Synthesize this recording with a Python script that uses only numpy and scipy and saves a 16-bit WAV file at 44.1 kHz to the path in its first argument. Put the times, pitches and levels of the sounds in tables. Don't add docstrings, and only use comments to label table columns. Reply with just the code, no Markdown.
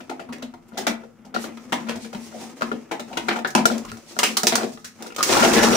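import sys
import numpy as np
from scipy import signal
from scipy.fft import rfft, irfft
from scipy.io import wavfile
from scipy.ndimage import uniform_filter1d

SR = 44100
rng = np.random.default_rng(int(sys.argv[2]) if len(sys.argv) > 2 else 0)


def unload_audio(sound):
    columns = np.transpose(np.atleast_2d(sound))
    steps = np.round(np.clip(columns, -1, 1) * 32767)
    wavfile.write(sys.argv[1], SR, steps.astype(np.int16))


N = 254016
T = np.arange(N) / SR

SIDES = np.array([[1], [-1]])
# start in seconds, wall ring level in dB, ring pitch in Hz, thump level in dB,
# crunch level in dB, crack level in dB, contact in ms.
KNOCKS = [(0.003, -37, 625, -29.5, -35.5, -43, 9.1), (0.095, -24.5, 796, -32, -25.5, -33, 11.6),
          (0.114, -24.5, 830, -24.5, -45, -52, 6.7), (0.195, -26.5, 690, -34, -31, -40, 12.3),
          (0.289, -31.5, 1040, -13.5, -42, -53, 9.5), (0.323, -32, 2150, -33, -29.5, -34.5, 12.6),
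          (0.384, -60, 900, -60, -45, -37, 1.5), (0.422, -31.5, 600, -15.5, -27.5, -32, 10.8),
          (0.538, -31.5, 820, -29, -37.5, -43.5, 5.1), (0.652, -52, 660, -41, -71, -73, 4.7),
          (0.721, -34.5, 660, -25, -46, -54, 78), (0.772, -21.5, 730, -24, -23, -22, 22.3),
          (0.867, -13.5, 680, -25, -9.5, -14, 11.1), (0.888, -37, 515, -16, -42, -45, 5.8),
          (1.035, -32, 520, -59, -48, -52, 9.1), (1.248, -40, 820, -25.5, -50, -45, 12.4),
          (1.341, -25, 800, -23, -20, -32.5, 21.5), (1.363, -15, 760, -14.5, -43, -29, 1.4),
          (1.441, -26, 574, -50, -26, -29.5, 8.8), (1.572, -33, 1400, -39, -27.5, -37, 3.9),
          (1.722, -13.5, 915, -9.5, -11.5, -18.5, 11.7), (1.808, -31, 530, -44, -32, -53, 5.9),
          (1.871, -30.5, 557, -52, -35, -43, 13), (1.886, -23, 510, -20, -18.5, -27.5, 18),
          (1.955, -30, 684, -17, -34, -33, 12), (2.046, -32.5, 506, -32, -34.5, -38, 12),
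          (2.129, -26, 764, -33, -31, -33.5, 8), (2.147, -29.5, 900, -21, -29, -35, 6),
          (2.326, -31.5, 640, -36, -45, -44.5, 52), (2.384, -37, 826, -21, -40, -38.5, 83),
          (2.609, -24, 656, -39, -25.5, -32, 7.9), (2.62, -15, 1230, -14, -15, -23.5, 6.5),
          (2.716, -16, 470, -13.5, -24.5, -37, 8.6), (2.912, -18.5, 855, -25.5, -20.5, -28, 15.4),
          (2.995, -25.5, 654, -21, -26, -28.5, 10), (3.1, -32.5, 825, -39.5, -49, -47, 65),
          (3.128, -32, 620, -23, -27, -39, 7.9), (3.171, -19, 910, -48, -15, -20.5, 8.6),
          (3.284, -12, 1960, -18, -11, -23, 10.2), (3.308, -16.5, 1910, -21, -11.5, -41, 7.5),
          (3.36, -18.5, 810, -27, -24, -77, 10), (3.387, -21.5, 680, -34, -26, -31, 6.8),
          (3.447, -11, 1770, -40, -16, -36, 6.4), (3.456, -27, 1400, -38, -23, -36, 6.5),
          (3.472, -34, 603, -46, -43, -23, 8.4), (3.504, -61, 748, -49, -53, -25.5, 6.2),
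          (3.55, -6.5, 940, -6.5, -9.5, -9.5, 7.9), (3.578, -16.5, 714, -1.5, -18, -25.5, 17.7),
          (3.655, -5.5, 654, -31, -9, 0, 4.1), (3.701, -20.5, 610, -7.5, -29, -30.5, 36),
          (3.778, -32, 610, -48, -64, -26.5, 8.7), (3.85, -31, 1300, -69, -35, -30, 3.9),
          (3.917, -27.5, 1340, -28, -27.5, -26.5, 1.8), (3.97, -38, 736, -50, -45, -35, 5.1),
          (4.166, -22.5, 670, -24, -34, -44, 3.1), (4.189, -17, 1350, -25, -8.5, -4.5, 5.7),
          (4.231, -8.5, 2920, -31, -20, -7.5, 17.5), (4.369, -14, 1230, -38, -51, -2, 6.1),
          (4.433, -8, 680, -11.5, -19, -4.5, 3.3), (4.469, -16.5, 714, -37, -10.5, 0.5, 7.3),
          (4.522, -12.5, 706, -12, -11.5, -20, 11.3), (4.555, -7.5, 1290, -46, -33, 3, 2.84),
          (4.58, -18, 710, -27, -25, -38, 5.8), (4.611, -20.5, 695, -17, -31, -32, 29),
          (4.632, -15.5, 460, -16, -18, -43, 3.4), (4.774, -32, 1250, -62, -30, -47, 2),
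          (4.843, -35.5, 1870, -34, -63, -27, 15.7), (4.992, -39.5, 860, -31.5, -50, -70, 57),
          (5.023, -31, 470, -50, -50, -25.5, 5.6), (5.063, -32, 470, -56, -43, -33, 13),
          (5.103, -34, 2570, -44, -52, -56, 6.3), (5.122, -39, 2700, -48, -44, -42, 5.4),
          (5.146, -53, 2700, -54, -34, -34, 5.6), (5.162, -32, 1440, -53, -28, -18.5, 5.4),
          (5.182, -21, 1300, -38, -21.5, -23, 16), (5.207, -34, 1350, -32, -21, -33, 5.2),
          (5.228, -16, 2170, -46, -52, -2, 7.4), (5.29, -21.5, 805, -20, -10, -30, 13),
          (5.322, -32, 670, -12, -10, -37, 9), (5.368, -6.5, 920, -9.5, -11, -14.5, 5.7),
          (5.395, -14, 1400, -23, -13, -18, 10), (5.424, -7.5, 706, -11, -8, -23, 11),
          (5.447, -14, 1400, -28, -5.5, -38, 5.6), (5.468, -16, 725, -9, -25, -37, 15),
          (5.489, -21, 770, -28, -33, -36, 2.8), (5.518, -18, 710, -21, -20, -25, 4.7),
          (5.532, -19, 810, -17, -10, -12.5, 10), (5.561, -13, 560, -3, -9.5, -17, 19),
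          (5.589, -12, 1800, -27, -16, -20, 2.7), (5.628, -10, 724, -17, -7.5, -10.5, 11.8),
          (5.677, -12, 1360, -1, -28, -28, 1.4), (5.708, -19, 1520, -4, -29, -37, 4.4),
          (5.728, -12, 514, -15, -9.5, -33, 6.6), (5.75, -14, 1600, -20, -10, -11, 5.2)]
# pitch in Hz, relative level in dB, T60 in seconds.
BOTTLE = [(169, -12, 0.43), (214, 7, 0.079), (229, 4.5, 0.31), (250.3, 1.5, 0.27), (304, -19.5, 0.38),
          (351.8, -8, 0.41), (421.2, -2.5, 0.2), (442.5, -13.5, 0.65), (592.4, 0.5, 0.14),
          (720, -5.5, 0.26), (763, -7.5, 0.44), (807, -5, 0.19), (938, 8, 0.056), (1249, -5.5, 0.32),
          (1396, 17, 0.04)]
# time in seconds, upper deep mode over the lower ones in dB,
# shaking by the rod in dB.
BOOM = [(0.0, 19, -68), (0.06, 33, -79), (0.18, 26, -74), (0.23, 16, -69), (0.4, 16, -62), (0.6, -14, -103),
        (0.8, -1, -59.5), (0.92, -28.5, -95), (1.1, -13, -85), (1.28, 13, -63), (1.4, -16, -71),
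        (1.65, 11, -64.5), (1.8, -6, -59.5), (2.1, -5, -68.5), (2.3, -10, -70), (2.5, 10, -61),
        (2.75, -5, -90), (2.88, -1, -78), (3.3, -6, -59), (3.52, -13.5, -83), (3.66, 4, -59),
        (3.8, -9, -67.5), (4.05, -10, -87), (4.3, -9, -57.5), (4.45, 4, -71), (4.62, -4, -61.5),
        (4.8, -2, -78), (5.05, -11, -80), (5.2, 0, -80), (5.4, 1, -57), (5.76, -8, -62)]
# frequency in Hz, gain in dB.
CRACK = [(400, -25), (1500, -9.5), (3000, -6), (4500, -3.5), (6000, 0), (8000, -6.5), (11000, -13),
         (13500, -20), (15000, -10.5), (15600, -16)]

MODE_HZ = np.array(BOTTLE)[:, :1]
DEEP_TOP_HZ, UPPER_DEEP_HZ = 280, 240
DRILL_ON_S, SPIN_UP_S = 5.2, 0.13


def undb(db):
    return 10 ** (np.asarray(db) / 20)


def unit(x):
    return x / np.sqrt(np.mean(x ** 2))


def smooth_noise(width):
    return unit(uniform_filter1d(rng.standard_normal(N), width))


def colour(x, points, power=1):
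    hz, db = np.transpose(points)
    f = np.maximum(np.fft.rfftfreq(x.shape[-1], 1 / SR), 1)
    gain_db = power * np.interp(np.log(f), np.log(hz), db)
    return irfft(rfft(x) * undb(gain_db), x.shape[-1])


def uneven(points, chance, depth_db):
    hz = 300 * 2 ** (np.arange(len(chance)) / 3)
    point_hz, point_db = np.transpose(points)
    base_db = np.interp(np.log(hz), np.log(point_hz), point_db)
    return [(100, base_db[0] - 20)] + list(zip(hz, base_db + depth_db * chance))


def ring(x, hz, t60_s):
    pole = np.exp(2j * np.pi * hz / SR - np.log(1000) / (max(t60_s, .002) * SR))
    return signal.lfilter([1], [1, -pole], x).imag


def grains(rate_hz, spread_db):
    when, sign, size = rng.random((3, N))
    return (when < rate_hz / SR) * np.sign(sign - .5) * undb(-spread_db * np.log(size + 1 / 50))


def spin(power):
    return np.clip((T - DRILL_ON_S) / SPIN_UP_S, 0, 1) ** power


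def bottle(drives, lo_hz, hi_hz):
    swell_t60_s = 0.092
    out = 0
    s, upper_db, _ = np.transpose(BOOM)
    tilt_db = np.interp(T, s, upper_db) / 2
    leans = rng.standard_normal(len(BOTTLE))
    for (hz, db, t60_s), drive, lean in zip(BOTTLE, drives, leans):
        if not lo_hz <= hz < hi_hz:
            continue
        drive = drive[:N]
        if 200 < hz < DEEP_TOP_HZ:
            tilted = drive * undb(tilt_db * np.sign(hz - UPPER_DEEP_HZ))
            drive = ring(tilted, hz, swell_t60_s) * 2 * np.log(1000) / (swell_t60_s * SR)
        out = out + undb(db) * ring(drive, hz, t60_s) * (1 + hz / 1230.0 * lean * SIDES)
    return out


def rumble():
    # frequency in Hz, gain in dB.
    rumble_colour = [(15, -15), (28, 10), (45, -2), (70, -4.5), (100, 12), (125, 5.5), (160, 10.5),
                     (250, -27.5)]
    # middle in seconds, level in dB.
    footfalls = [(1.97, -47), (2.16, -51), (3.2, -47), (3.92, -34)]
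    rest_db, spun_db = -53.5, -30
    jolt_db, jolt_s, footfall_s = -31, 0.032, 0.06
    mid, side = colour(rng.standard_normal((2, N)), rumble_colour)
    level = undb(rest_db) + undb(spun_db) * spin(2.5)
    for s, _, _, thump_db, *_ in KNOCKS:
        level += undb(thump_db + jolt_db) * (T >= s) * np.exp(-np.abs(T - s) / jolt_s)
    for s, db in footfalls:
        level += undb(db) * np.exp(-((T - s) / footfall_s) ** 2)
    return level * unit(mid + 0.36 * side * SIDES)


def stir():
    # time in seconds, rub level in dB, rasp level in dB.
    drag_levels = [(0.0, -41, -53), (0.35, -32, -57), (0.62, -46.5, -62.5), (0.881, -23.5, -54),
                   (1.102, -48, -61), (1.3, -40, -70), (1.46, -22.5, -51), (1.58, -36, -47.5),
                   (1.8, -26, -45), (2.11, -38.5, -50), (2.19, -31.5, -44), (2.31, -33, -42),
                   (2.44, -33, -45), (2.74, -27, -43), (2.87, -38, -55), (3.37, -23.5, -36.5),
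                   (3.53, -61, -71), (3.662, -20, -40), (3.98, -38.5, -49), (4.15, -33, -39),
                   (4.321, -18.5, -29), (4.38, -89, -50), (4.602, -11, -29.5), (4.81, -66, -49.5),
                   (5.05, -22.5, -48.5), (5.2, -67, -55)]
    # frequency in Hz, gain in dB.
    rub_colour = [(100, -55), (250, 13.5), (450, 5.5), (800, 0), (1400, -5), (2200, -5.5), (3500, -14),
                  (6000, -59)]
    spun_rub_db, spun_rasp_db, spun_shake_db = -12, -16, -54
    s, *columns = np.transpose(drag_levels)
    rub_db, rasp_db = (np.interp(T, s, c) for c in columns)
    lumps_db = smooth_noise(int(SR / 45))

    rub_level = undb(rub_db) + undb(spun_rub_db) * spin(1.5)
    rub = colour(rub_level * undb(3.0 * lumps_db) * unit(grains(800, 3.0)), rub_colour)
    rasp_level = undb(rasp_db) + undb(spun_rasp_db) * spin(1.0)
    rasp = np.array([unit(colour(grains(6000, 1.0), CRACK)) for _ in SIDES])
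    rasp = rasp * undb(2.6 * lumps_db) * rasp_level

    boom_s, _, shake_db = np.transpose(BOOM)
    shake = undb(np.interp(T, boom_s, shake_db)) + undb(spun_shake_db) * spin(5.8)
    shakes = [shake * unit(grains(400, 1.5)) for _ in BOTTLE]
    return rub + rasp, bottle(shakes, 0, DEEP_TOP_HZ)


def contact(s, contact_ms, hard_db, by_hand, chance, ms):
    rise_share, sharper_db_per_db, spun_rise_share = 0.09, 0.37, 0.27
    debris_db, debris_lengths = -18, 2.9
    share = rise_share * undb(-sharper_db_per_db * hard_db) if by_hand else spun_rise_share
    rise_ms = contact_ms * share
    shape = np.exp(-ms / max(contact_ms, .5)) * (1 - np.exp(-ms / rise_ms)) ** 2
    chatter = undb(2.56 * unit(uniform_filter1d(chance[4], 60)))
    settling = undb(debris_db + 5.5 * unit(uniform_filter1d(chance[3], 90)))
    settling = settling * np.exp(-ms / (debris_lengths * contact_ms)) * np.minimum(ms / 9.7, 1) ** 2
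    return shape / shape.max() * chatter + settling, rise_ms


def knocks():
    # frequency in Hz, gain in dB.
    crunch_colour = [(300, -0.5), (700, -10.5), (1200, -11.5), (2000, -5.5), (3000, -7), (4500, -10),
                     (8000, -42)]
    middling_db = -20
    snap_db = 26.5
    clatter_db, clatter_cycles = -2.5, 18
    length = 4096
    t = np.arange(length) / SR
    ms = t * 1000
    fade = np.clip((88 - ms) / 30, 0, 1)
    out, push = np.zeros((2, N + length)), np.zeros((len(BOTTLE), N + length))
    deep = MODE_HZ < DEEP_TOP_HZ
    start = np.sign(MODE_HZ - UPPER_DEEP_HZ)
    chances = rng.standard_normal((len(KNOCKS), 5, length))
    for (s, ring_db, hz, thump_db, crunch_db, crack_db, contact_ms), c in zip(KNOCKS, chances):
        here = slice(int(s * SR), int(s * SR) + length)
        by_hand = s < DRILL_ON_S + SPIN_UP_S / 2
        hard_db = max(ring_db, crack_db) - middling_db
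        shape, rise_ms = contact(s, contact_ms, hard_db, by_hand, c, ms)
        mid, left, right = c[:3] * shape

        spot = unit(ring(ring(mid, hz, 6.9 / hz), hz, 6.9 / hz))

        rough = uneven(crunch_colour, c[0, -15:], depth_db=2.5)
        crunch = unit(colour(mid + 0.94 * c[3] * shape * SIDES, rough))
        pitches_hz = 1300 * 2 ** (0.36 * np.arange(-4, 5) + 0.2 * c[2, -9:])
        sources = 3 * (mid, left, right)
        clatter = sum(unit(ring(x, f, clatter_cycles / f)) for f, x in zip(pitches_hz, sources))
        crunch = unit(crunch + undb(clatter_db) * unit(clatter))

        touch = signal.unit_impulse(length, np.argmax(ms > rise_ms))
        snap = by_hand * undb(snap_db) / contact_ms ** 1.26 * touch
        crack = colour(snap + np.array([left, right]) + 0.54 * mid, CRACK)
        crack = unit(colour(crack, uneven([(300, 0), (16000, 0)], c[1, -18:], depth_db=0.5)))

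        blow = undb(ring_db) * spot + undb(crunch_db) * crunch + undb(crack_db) * crack
        out[:, here] += np.sqrt(np.mean(shape ** 2)) * blow * fade

        sign = np.where(deep, start, np.sign(c[3, :len(BOTTLE), None]))
        mix = undb(3.5 * c[4, :len(BOTTLE), None]) * sign
        push[:, here] += undb(np.where(deep, thump_db, ring_db)) * mix * np.exp(-t / 0.00039)
    boom = undb(-32.5) * bottle(push, 0, DEEP_TOP_HZ) + undb(-32.0) * bottle(push, DEEP_TOP_HZ, 2000)
    return out[:, :N], boom[:, :N]


def shuffles():
    # middle in seconds, length in seconds, centre in Hz, level in dB.
    slides = [(0.69, 0.017, 7000, -48), (1.429, 0.069, 6440, -31), (1.806, 0.016, 4160, -38),
              (2.034, 0.063, 4900, -33.5), (2.243, 0.094, 5500, -39.5), (2.425, 0.13, 5450, -39),
              (3.896, 0.027, 2920, -30.5), (4.104, 0.058, 4840, -36), (5.062, 0.05, 5530, -40)]
    out = np.zeros((2, N))
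    for s, length_s, hz, db in slides:
        near = slice(int((s - .15) * SR), int((s + 0.17) * SR))
        band = [(hz / 4, -30), (hz / 3.0, -4), (hz, 0), (hz * 1.87, -5), (hz * 3, -22)]
        hiss = unit(colour(rng.standard_normal(out[:, near].shape), band))
        out[:, near] += undb(db) * hiss * np.exp(-4 * ((T[near] - s) / length_s) ** 2)
    return out


def squeaks():
    # middle in seconds, length in seconds, pitch at the middle in Hz, rise in Hz per second,
    # level in dB.
    slips = [(3.851, 0.0033, 1160, 0, -24), (3.922, 0.0022, 1290, 0, -26), (4.776, 0.0035, 1210, 31, -42),
             (5.171, 0.0037, 1200, 2, -28), (5.187, 0.0022, 1120, 5000, -13),
             (5.191, 0.004, 1200, 5000, -20), (5.2, 0.004, 1140, 5000, -34),
             (5.208, 0.0021, 1210, 9000, -2.5), (5.231, 0.0086, 1155, 0, -17),
             (5.245, 0.0053, 1160, 0, -35)]
    out = np.zeros(N)
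    for s, length_s, hz, rise_hz_per_s, db in slips:
        near = np.abs(T - s) < 3 * length_s
        t = T[near] - s
        swell = np.exp(-2 * (t / length_s) ** 2)
        out[near] += undb(db) * swell * np.sin(2 * np.pi * (hz * t + rise_hz_per_s * t ** 2 / 2))
    return out


def churn():
    # level at full speed in dB, lowest pitch in Hz, range in octaves, cycles to -30 dB, count
    thuds, chips = (-15.5, 300, 1.8, 7.0, 180), (-16, 900, 1.7, 9.0, 260)
    out, t = np.zeros((2, N)), np.arange(2048) / SR
    first = int(DRILL_ON_S * SR)
    for db, lo_hz, octaves, cycles, count in (thuds, chips):
        layer = np.zeros((2, N + 2048))
        for when, pitch, size, side in rng.random((count, 4)):
            i = int(first + when * (N - first))
            hz = lo_hz * 2 ** (octaves * pitch)
            decay = undb(-30 * t * hz / cycles)
            lump = undb(-2.6 * np.log(size + 0.033)) * np.sin(2 * np.pi * hz * t) * decay
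            layer[:, i:i + 2048] += lump * (1 + (2 * side - 1) * SIDES)
        out[:, first:] += unit(layer[:, first:N]) * undb(db)
    return out * spin(2.9)


def whine():
    # time in seconds, level in dB.
    whine_levels = [(5.25, -44), (5.4, -51), (5.6, -20), (5.73, -19), (5.76, -16)]
    centre_hz, waver_hz = 5700, 170
    s, db = np.transpose(whine_levels)
    throb = unit(np.maximum(smooth_noise(int(SR / 90)), 0) ** 1.4)
    pitch_hz = centre_hz + waver_hz * smooth_noise(int(SR / 80))
    tone = np.sin(2 * np.pi * np.cumsum(pitch_hz) / SR)
    return undb(np.interp(T, s, db, left=-120)) * throb * tone


def echoes():
    # band centre in Hz, T60 in seconds.
    room_t60 = [(125, 0.74), (250, 0.33), (500, 0.26), (1000, 0.31), (2000, 0.26), (4000, 0.2),
                (8000, 0.18), (14000, 0.17)]
    t, out = np.arange(SR // 2) / SR, 0
    for hz, t60_s in room_t60:
        band = [(hz / 2, -40), (hz / 1.58, -3), (hz, 0), (hz * 1.33, -3), (hz * 2, -40)]
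        mid, side = colour(rng.standard_normal((2, len(t))), band)
        share = np.clip(hz / 660.0, 0, 1)
        out = out + (mid + share * side * SIDES) / np.sqrt(1 + share ** 2) * undb(-60 * t / t60_s)
    out = out * (1 - np.exp(-t / 0.0021))
    return out / np.sqrt(np.sum(out ** 2) / 2)


def room(x, count=8):
    room_db, patterns_per_s = -3, 9.0
    turn = (T * patterns_per_s) % count
    wet = 0
    for k in range(count):
        away = np.abs((turn - k + count / 2) % count - count / 2)
        share = np.cos(np.pi / 2 * np.minimum(away, 1))
        wet = wet + signal.fftconvolve((share * x.mean(axis=0))[None], echoes(), axes=1)[:, :N]
    return x + undb(room_db) * wet


def scene():
    # frequency in Hz, gain in dB.
    hush_colour = [(25, -42), (91, 15), (233, 19.5), (378, -7), (1170, 1), (1340, 10), (2490, -35),
                   (8580, -49), (12500, -64), (15500, -39)]
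    hush_db, bottle_low_hz = -50, 176
    mid, side = colour(rng.standard_normal((2, N)), hush_colour)
    hush = undb(hush_db) * unit(mid + 0.45 * side * SIDES)
    blows, boom = knocks()
    rub, wall = stir()
    bottle_sound = room(blows + rub + shuffles() + squeaks() + churn() + whine()) + boom + wall
    high_pass = signal.butter(4, bottle_low_hz, "high", fs=SR, output="sos")
    return signal.sosfilt(high_pass, bottle_sound) + rumble() + hush


def record(dry):
    # frequency in Hz, left minus right in dB.
    balance = [(60, 6), (110, -1), (200, 2.5), (380, 4.5), (700, 2), (1290, 0), (2380, 2.5), (4400, -0.5),
               (8120, -4.5), (15000, 2.5)]
    top_hz = 15520
    sides = np.array([colour(dry[0], balance, power=.5), colour(dry[1], balance, power=-.5)])
    low_pass = signal.ellip(8, .2, 70, top_hz, fs=SR, output="sos")
    return signal.sosfilt(low_pass, np.tanh(0.42 * sides) / 1.254)


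dry = scene()
out = record(dry)
unload_audio(out)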